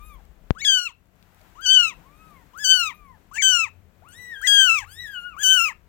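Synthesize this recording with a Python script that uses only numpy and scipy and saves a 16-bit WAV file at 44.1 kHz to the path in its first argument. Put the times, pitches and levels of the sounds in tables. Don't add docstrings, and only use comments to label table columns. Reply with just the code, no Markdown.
import sys
import numpy as np
from scipy import signal
from scipy.fft import rfft, irfft, next_fast_len
from scipy.io import wavfile
from scipy.ndimage import uniform_filter1d, map_coordinates

SR = 44100
rng = np.random.default_rng(int(sys.argv[2]) if len(sys.argv) > 2 else 0)


def store_pcm(level_fs):
    pcm = np.round(np.clip(level_fs, -1, 1) * 32767).astype(np.int16)
    wavfile.write(sys.argv[1], SR, np.atleast_2d(pcm).T)


N = 259308
TOP_HZ = 15850


def amp(db):
    return 10 ** (np.asarray(db) / 20)


def unit(x):
    return x / np.sqrt(np.mean(x ** 2) + 1e-20)


def ramp(x):
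    return np.clip(x, 0, 1)


def along(points, hz):
    f, v = np.transpose(points)
    return np.interp(np.log(hz + 1), np.log(f + 1), v)


def wobble(rate, size=N):
    knots = rng.standard_normal(int(size * rate / SR) + 4)
    return map_coordinates(knots, [np.arange(size) * rate / SR])


def filtered(x, response):
    m = next_fast_len(N + SR // 2)
    return irfft(rfft(x, m) * response(np.fft.rfftfreq(m, 1 / SR)), m)[..., :N]


# time in seconds, pitch in Hz, fundamental in dB,
# mouth opening as 2nd harmonic over fundamental in dB.
NEAR_CRIES = [
    [(.549, 965, -52.5, -33), (.575, 1421, -35.5, -27), (.593, 1694, -44, -4), (.615, 1957, -38.5, 7.5),
     (.62, 2269, -27, -26), (.644, 2210, -29, -10.5), (.651, 1680, -35, 19), (.673, 1684, -29, 12.5),
     (.684, 1621, -29, 18), (.769, 1498, -24.5, 9.5), (.81, 1436, -28.5, 0.5), (.843, 1429, -34.5, 1.5),
     (.87, 1340, -42, 19), (.911, 904, -51, -15)],
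    [(1.553, 915, -53, -10), (1.595, 1332, -39.5, -32.5), (1.625, 1594, -38.5, -4), (1.648, 1602, -34.5, 4),
     (1.661, 1482, -31.5, 12.5), (1.696, 1520, -28.5, 17), (1.733, 1563, -30, 18.5),
     (1.778, 1496, -26.5, 18.5), (1.815, 1431, -23, 10), (1.875, 1287, -33, 10), (1.892, 1264, -40.5, 13.5),
     (1.933, 918, -46.5, -4.5)],
    [(2.534, 926, -50.5, -30), (2.568, 1384, -38, -36.5), (2.604, 1705, -33.5, -12),
     (2.635, 1703, -28.5, -10), (2.652, 1510, -31, 12), (2.724, 1536, -22.5, 13.5),
     (2.773, 1483, -23.5, 3.5), (2.82, 1389, -23.5, 5), (2.885, 1227, -31.5, 3.5), (2.897, 1158, -35, 5),
     (2.924, 886.5, -44.5, 3)],
    [(3.313, 1000, -41, -32), (3.337, 1438, -42, -18), (3.381, 1836, -24.5, -22), (3.386, 2345, -19, -31.5),
     (3.405, 2280, -19.5, -27.5), (3.416, 2100, -23, -27.5), (3.425, 1569, -25.5, 10),
     (3.447, 1553, -23, 8.5), (3.504, 1522, -23, 11.5), (3.566, 1410, -21, 3.5), (3.592, 1356, -25, 9.5),
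     (3.64, 1280, -31.5, 10.5), (3.68, 862, -44.5, 1)],
    [(4.413, 1283, -42.5, -20.5), (4.437, 1746, -24.5, -41.5), (4.45, 1988, -20, -30.5),
     (4.466, 2022, -19.5, -19.5), (4.474, 1649, -24.5, 11), (4.557, 1627, -19.5, 10.5),
     (4.62, 1568, -17.5, 6.5), (4.665, 1499, -17, 1), (4.695, 1360, -21, 8), (4.712, 1312, -23, 10),
     (4.744, 1344, -23, 8), (4.785, 1157, -32, 12.5), (4.806, 1022, -39.5, 2), (4.838, 773, -43.5, 2)],
    [(5.365, 1092, -36.5, -20.5), (5.391, 1563, -33.5, -12.5), (5.418, 1695, -26, -7),
     (5.43, 1687, -24.5, -8), (5.436, 1554, -30, 11.5), (5.452, 1505, -28, 15.5), (5.521, 1541, -20.5, 9.5),
     (5.561, 1508, -19.5, 8), (5.605, 1353, -21, 6), (5.64, 1382, -25, 7.5), (5.666, 1239, -29, 13),
     (5.677, 1274, -29.5, 5.5), (5.718, 841, -41.5, 3.5)],
]
# lips part in seconds, voice is full in seconds, upper harmonics' peak
# in dB, 3rd harmonic over them in dB, base level of throat air in dB, right port gain before shading
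# in dB, gain of harmonics above 9 kHz and of mouth hiss in dB.
NEAR_TURNS = [(0.586, 0.652, -30.5, 3.5, -51, 1.5, -2), (1.617, 1.664, -29, 4.5, -51.5, -0.5, -2.5),
              (2.585, 2.647, -28.5, 6.5, -56.5, -2.5, 2.5), (3.342, 3.424, -24.5, -4, -48, -4.5, -3.5),
              (4.42, 4.473, -26.5, -2.5, -47.5, -3, 2), (5.39, 5.434, -25.5, -9, -46.5, -2, 4.5)]
# frequency in Hz, gain in dB.
NEAR_UPPER = [(2500, 2), (4500, -1), (6200, 5.5), (8000, -1), (9500, -13), (11000, -24), (12500, -25.5),
              (14000, -17.5), (15500, -8.5)]
# start in seconds, end in seconds, depth as a ratio.
ALTERNATING = [(.588, .615, .5), (3.348, 3.382, 1.5), (4.468, 4.49, .25), (5.405, 5.435, .3),
               (5.525, 5.56, .2), (5.672, 5.7, .5), (.852, .885, .12), (1.885, 1.915, .15)]
THIN_DB = 10
RASP = .0025


def near_kitten():
    return cries([flicked(c) for c in NEAR_CRIES], NEAR_TURNS, NEAR_UPPER, ALTERNATING, THIN_DB,
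                 hiss_db=-23.5, jitter=0.0027, flutter_db=1.14, rasp=RASP, smooth_samples=90)


FLICK_S, FLICK_RATIO, FLICK_DB = 0.015, 1.6, -6


def flicked(rows):
    s, hz, db, opening_db = rows[-1]
    return rows + [(s + FLICK_S, hz * FLICK_RATIO, db + FLICK_DB, opening_db + FLICK_DB)]


# time in seconds, pitch in Hz, fundamental in dB,
# 2nd harmonic over fundamental in dB.
MATE_CRIES = [
    [(0, 1155, -48.5, -14), (.04, 1230, -50, -4), (.081, 1256, -51, -5.5), (.138, 1143, -49, -7.5),
     (.183, 959, -58, -25), (.21, 736, -57, -6)],
    [(1.976, 457, -64, 9.5), (2.04, 971, -58, -14.5), (2.065, 1085, -52, -22), (2.143, 1209, -60, -6.5),
     (2.22, 1286, -55.5, -7), (2.281, 1276, -51.5, -16.5), (2.35, 1112, -52, -9.5), (2.439, 887, -60, -5.5)],
    [(2.691, 507, -56.5, -3), (2.802, 959.5, -58.5, -7), (2.863, 1097, -56, -5), (2.918, 1176, -51.5, 2),
     (2.972, 1240, -59, 1.5), (3.043, 1156, -52, -11), (3.117, 1005, -48.5, -17.5), (3.174, 784, -61, -1)],
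    [(4.021, 580.4, -51, -5), (4.05, 1061, -50.5, -15), (4.087, 1460, -51.5, -4.5),
     (4.117, 1439, -58.5, -1), (4.152, 1826, -51.5, 1.5), (4.192, 1987, -46, -4), (4.267, 1947, -40.5, -15),
     (4.289, 1949, -37, -18), (4.331, 1829, -33, -23), (4.363, 1600, -37, -4.5), (4.42, 1607, -38.5, -7.5),
     (4.493, 1442, -49, -8), (4.539, 994, -55, -7.5)],
    [(4.855, 1040, -47.5, -28.5), (4.882, 1406, -51.5, -3), (4.954, 1752, -51, -5), (5.003, 1967, -37.5, 5),
     (5.029, 1944, -38.5, -5), (5.047, 1892, -34.5, -15), (5.072, 1694, -37, -10.5),
     (5.13, 1618, -37, -14.5), (5.15, 1488, -34.5, -1.5), (5.175, 1441, -34, -0.5),
     (5.222, 1402, -39, -1.5), (5.268, 1466, -33.5, -8.5), (5.292, 1419, -40.5, -8),
     (5.322, 1336, -44, -2.5), (5.359, 1065, -41, -17.5)],
]
# lips part in seconds, voice is full in seconds, upper harmonics' peak
# in dB, 3rd harmonic over them in dB, base level of throat air in dB, right port gain before shading
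# in dB, gain of harmonics above 9 kHz and of mouth hiss in dB.
MATE_TURNS = [(-.04, 0.061, -68, 1.5, -80, 0.57, 2), (2.085, 2.19, -75.5, 2, -91, 1, -1),
              (2.8, 2.95, -78, -3.5, -84, .8, 1), (4.083, 4.138, -54.5, -3.5, -69, -0.11, -9),
              (4.868, 4.919, -56.5, 2.5, -66, -0.72, -4)]
# frequency in Hz, gain in dB.
MATE_UPPER = [(2500, -12.5), (5000, -7), (7000, -0.5), (9500, -1.5), (11500, 1.5), (13500, -1), (15500, -8)]


def litter_mates():
    return cries(MATE_CRIES, MATE_TURNS, MATE_UPPER, [], 0,
                 hiss_db=-34, jitter=0.0029, flutter_db=2.1, rasp=RASP, smooth_samples=900)


SHUT_DB, PART_S = 22, .004
SWELL_DB, BREAK_S = 15, .006
TIRES_DB, TIRES_BENDS = 21, 1.68
CLOSE_DB, CLOSE_S = 30, .065


def brightness(t, part_s, break_s, thin_db):
    shut = SHUT_DB * ramp((part_s - t) / PART_S)
    thin = thin_db * ramp((break_s - t) / BREAK_S)
    swell = SWELL_DB * ramp((break_s - t) / (break_s - part_s))
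    tired = TIRES_DB * ramp((t - break_s) / (t[-1] - break_s)) ** TIRES_BENDS
    closing = CLOSE_DB * ramp(1 - (t[-1] - t) / CLOSE_S)
    return -shut - thin - swell - tired - closing


# frequency in Hz, gain in dB.
THIRD_COLOUR = [(2700, 16), (3800, 0.5), (5200, -.5), (6600, 7)]
FALSETTO_HZ, FALSETTO_DB = 2080, 14


def cries(tables, turns, upper_colour, alternating, thin_db, hiss_db, jitter, flutter_db, rasp,
          smooth_samples):
    out = np.zeros((2, N))
    for rows, turn in zip(tables, turns):
        part_s, break_s, peak_db, third_db, air_db, right_db, top_db = turn
        s, *cols = np.transpose(rows)
        first = round(max(s[0], 0) * SR)
        t = np.arange(first, round(s[-1] * SR)) / SR
        hz, level_db, opening_db = [np.interp(t, s, c) for c in cols]
        age = (t - t[0]) / (t[-1] - t[0])
        bright_db = brightness(t, part_s, break_s, thin_db)
        upper_db = peak_db + bright_db - FALSETTO_DB * ramp((hz - FALSETTO_HZ) / 100)
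        hz = uniform_filter1d(hz, size=smooth_samples)
        third_level_db = peak_db + bright_db + third_db + along(THIRD_COLOUR, 3 * hz)
        low_db = (level_db, level_db + opening_db, third_level_db)
        cycles = np.cumsum(hz * (1 + jitter * wobble(150, size=len(t)))) / SR
        depth = sum((d * ramp(np.minimum(t - a, b - t) / 0.01) for a, b, d in alternating), 0 * t)
        alternate = 1 + depth * np.cos(np.pi * cycles)
        uneven = wobble(810, size=len(t))
        tiring = 1 + .27 * age ** 1.5 * wobble(170, size=len(t))
        voice = np.zeros((2, len(t)))
        for k in range(1, 17):
            if k * hz.min() > TOP_HZ:
                break
            if k < 4:
                rel_db = low_db[k - 1]
            else:
                rel_db = upper_db + along(upper_colour, k * hz) + top_db * (k * hz > 9000)
            rel_db = rel_db + flutter_db * min(k, 5) / 2 * wobble(45.43, size=len(t))
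            sides = amp([0 * t, 0.89 * wobble(11, size=len(t))])
            sides = sides * (1 + rasp * k * k * (.5 + 2 * age) * uneven)
            if k > 1:
                sides = sides * tiring
            if k > 2:
                sides = sides * alternate
            drift = np.array([0 * t, .07 * wobble(22, size=len(t))])
            tone = np.sin(2 * np.pi * (k * cycles + rng.random() + drift))
            voice += np.sqrt(2) * sides * amp(rel_db) * (k * hz < 17000) * tone
        throat_db = air_db + throat_rise_db(t, age, bright_db, depth, break_s)
        mouth_db = hiss_db + top_db + HISS_GROWS * (peak_db + bright_db)
        voice += air_noise(cycles, throat_db, mouth_db)
        edge = ramp(np.minimum(t - t[0], t[-1] - t) / 0.0012)
        out[:, first:first + len(t)] += voice * edge * amp([[0], [right_db]])
    return out


BURST_DB, BURST_S = 5.5, 0.018
AIR_GROWS = 0.35
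ROUGH_AIR_DB, TIRED_AIR_DB = 11.5, 5.5


def throat_rise_db(t, age, bright_db, depth, break_s):
    burst = BURST_DB * np.exp(-((t - break_s) / BURST_S) ** 2)
    return TIRED_AIR_DB * age + AIR_GROWS * bright_db + ROUGH_AIR_DB * np.sqrt(np.abs(depth)) + burst


# frequency in Hz, density in dB per Hz.
THROAT_AIR = [(300, -28), (1300, -17.5), (2000, -10.5), (2600, 1), (3000, 2.5), (3600, -31), (5600, -26),
              (6800, -1), (8500, -14), (10500, -27.5), (12000, -42.5)]
# frequency in Hz, density in dB per Hz.
MOUTH_HISS = [(6000, -30), (7800, -10), (9500, -11), (11200, -18), (12500, -5), (14000, -1), (15800, -2)]
HISS_GROWS, GUSTY_DB = .68, 3


def air_noise(cycles, throat_db, mouth_db):
    n = len(cycles)
    f = np.fft.rfftfreq(n, 1 / SR)
    throat, mouth = [unit(irfft(rfft(rng.standard_normal(n)) * amp(along(c, f)), n))
                     for c in (THROAT_AIR, MOUTH_HISS)]
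    noise = amp(throat_db) * throat + amp(mouth_db) * mouth
    return noise * amp(GUSTY_DB * wobble(35, size=n)) * (1 + 0.3 * np.cos(2 * np.pi * cycles))


# centre in seconds,
# frequency in Hz, level in dB, length in seconds, 3rd harmonic over it in dB.
ADDED_TONES = [(3.372, 900, -41, .025, 11), (1.42, 620, -55, .04, -30), (5.69, 600, -50, .03, -30),
               (.84, 470, -61, .14, -30), (2.3, 292, -63, 1.7, -30), (4.3, 470, -63, .45, -30)]


def added_tones():
    out = np.zeros(N)
    for s, hz, db, length_s, third_db in ADDED_TONES:
        t = np.arange(round(length_s * SR)) / SR
        tone = np.sin(2 * np.pi * hz * t) + amp(third_db) * np.sin(2 * np.pi * 3 * hz * t)
        out[round((s - length_s / 2) * SR):][:len(t)] += amp(db) * np.hanning(len(t)) * tone
    return out


# start in seconds, treble level in dB, body over treble in dB.
SMACK_CLICKS = [(0.2533, -58, 2.5), (0.5508, -64, 3), (1.0567, -67, 3.5), (1.0715, -67, -14.5),
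                (1.1556, -64, -5), (1.162, -73, 11.5), (1.2271, -60, 12.5), (1.234, -73, 9.5),
                (1.3468, -55.5, -3), (1.4146, -57, 3.5), (1.6107, -43, -9), (2.3082, -54, -22),
                (2.5684, -55, -15), (2.577, -38, -18), (3.3367, -40, -17.5), (4.0887, -48.5, -5.5),
                (4.4159, -35.5, -20), (5.057, -49.5, -18), (5.384, -48.5, -17.5), (5.389, -43.5, -18.5)]


def smacks():
    high, body, t = np.zeros(N), np.zeros(N), np.arange(300) / SR
    for s, db, body_db in SMACK_CLICKS:
        click = rng.standard_normal(len(t)) * amp(9 - 60 * t / .006)
        high[round(s * SR):][:len(t)] += amp(db) * click
        body[round(s * SR):][:len(t)] += amp(db + body_db) * click
    treble = filtered(high, lambda f: f > 7000)
    return treble + filtered(body, lambda f: (f > 2000) & (f < 7000))


# frequency in Hz, gain in dB.
CUSHION_ECHO = [(500, 8.5), (2700, 6), (4000, 9.5), (8000, -12.5), (16000, -31.5)]
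# frequency in Hz, difference in dB.
NEAR_SHADOW = [(60, 16.5), (92, 22.5), (140, 14.5), (210, 14), (330, 13.5), (500, 9), (770, 17), (1170, 20),
               (1790, 20), (2740, 15.5), (4190, 10.5), (6410, 16), (9810, 15), (15000, 22)]
# frequency in Hz, difference in dB.
MATE_SHADOW = [(60, 14.5), (110, 19), (200, 2.5), (380, 12.5), (700, 17.5), (1290, 17.5), (2380, 8),
               (4400, 12.5), (8120, 17), (15000, 16)]


def ports(x, shadow, lag_s, echo_db):
    t = np.arange(SR // 6) / SR
    tail = rng.standard_normal((2, len(t))) * amp(-60 * t / 0.21)
    wet = signal.fftconvolve(x, tail / np.linalg.norm(tail[0]), axes=1)[:, :N]
    left, right = x + amp(echo_db) * filtered(wet, lambda f: amp(along(CUSHION_ECHO, f)))
    shaded = filtered(right, lambda f: amp(-along(shadow, f)) * np.exp(-2j * np.pi * f * lag_s))
    return np.array([left, shaded])


# start in seconds, level in dB.
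FINGER_TAP = (0.50695, 0.55)


def tap():
    out, t = np.zeros((2, N)), np.arange(SR // 10) / SR
    start_s, level_db = FINGER_TAP
    u = t / 0.0012
    step = np.exp(-t / 0.0015) * (1 - np.exp(-t / .00004))
    rebound = 0.33 * u ** 3 * np.exp(-u)
    sway = 0.04 * np.exp(-t / 0.017) * np.sin(2 * np.pi * 20 * t) ** 2
    out[0, round(start_s * SR):][:len(t)] = amp(level_db) * (step - rebound + sway)
    return uniform_filter1d(out, size=5, axis=1)


# time in seconds, rumble in dB, drone in dB, hum in dB.
ROOM_LEVELS = [(0, -37, -62, -58.5), (.3, -45.5, -67.5, -55), (.55, -53.5, -63, -53.5),
               (.85, -59.5, -63, -65.5), (1.8, -56.5, -57, -55), (2.1, -56.5, -61.5, -56.5),
               (2.7, -56.5, -58, -58), (3.4, -55, -57.5, -58.5), (3.65, -59.5, -52.5, -56.5),
               (4.5, -60.5, -58, -58.5), (4.85, -49, -48, -58.5), (5.1, -58, -60, -59),
               (5.88, -53, -63, -58.5)]
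# time in seconds, level in dB.
HISS_LEVEL = [(0, -60.5), (.45, -62), (1.0, -68), (1.4, -58), (2.2, -58.5), (3.2, -63), (3.9, -63.5),
              (4.4, -58), (5, -61), (5.88, -65)]
# frequency in Hz, relative density in dB per Hz.
RUMBLE_SPECTRUM = [(8, -41.5), (20, -14.5), (40, 2.5), (55, 0.5), (68, -3.5), (90, -44.5), (200, -120)]
DRONE_SPECTRUM = [(40, -62), (68, -6.5), (92, 7), (115, -11), (140, -15), (190, -37.5), (350, -120)]
HUM_SPECTRUM = [(76, -40), (130, -5), (168, -2), (237, -9.5), (621, -16), (700, -16), (910, -41),
                (1540, -120)]
HISS_SPECTRUM = [(290, -38), (500, -13), (621, -18), (718, -6.5), (1160, -8.5), (1260, -9), (1480, -9),
                 (2610, -15), (5020, -24), (7860, -23), (8960, -29.5), (15100, -20), (16000, -30.5)]


def room():
    t = np.arange(N) / SR
    s, rumble_db, drone_db, hum_db = np.transpose(ROOM_LEVELS)
    rumble = bed(RUMBLE_SPECTRUM, np.interp(t, s, rumble_db) + 2.2 * wobble(5))
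    drone = bed(DRONE_SPECTRUM, np.interp(t, s, drone_db) + 1.5 * wobble(51))
    hum = bed(HUM_SPECTRUM, np.interp(t, s, hum_db) + 1.9 * wobble(6))
    hiss = bed(HISS_SPECTRUM, np.interp(t, *np.transpose(HISS_LEVEL)) + 1.0 * wobble(10))
    return rumble + drone + hum + hiss


# frequency in Hz, level against left in dB.
RIGHT_PORT_ROOM = [(60, -20), (200, -16.5), (700, -13.5), (1300, -10.5), (2400, -6), (4400, -6.5),
                   (15000, -12)]
# frequency in Hz, correlation from 0 to 1.
LIKENESS = [(60, 1), (290, .55), (640, 0.43), (1400, 0.07)]


def bed(spectrum, level_db):
    m = next_fast_len(N)
    f = np.fft.rfftfreq(m, 1 / SR)
    a, b = rfft(rng.standard_normal((2, m))) * amp(along(spectrum, f))
    like = ramp(along(LIKENESS, f))
    right = (like * a + np.sqrt(1 - like ** 2) * b) * amp(along(RIGHT_PORT_ROOM, f))
    pair = irfft([a, right], m)[:, :N]
    return amp(level_db) * pair / np.std(pair[0])


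def scene():
    near = near_kitten() + added_tones() + smacks()
    near_heard = ports(near, NEAR_SHADOW, lag_s=.00009, echo_db=-23)
    mates_heard = ports(litter_mates(), MATE_SHADOW, lag_s=.00007, echo_db=-15.0)
    return near_heard + mates_heard + tap() + room()


def record(dry):
    return filtered(dry, lambda hz: hz < TOP_HZ)


dry = scene()
out = record(dry)
store_pcm(out)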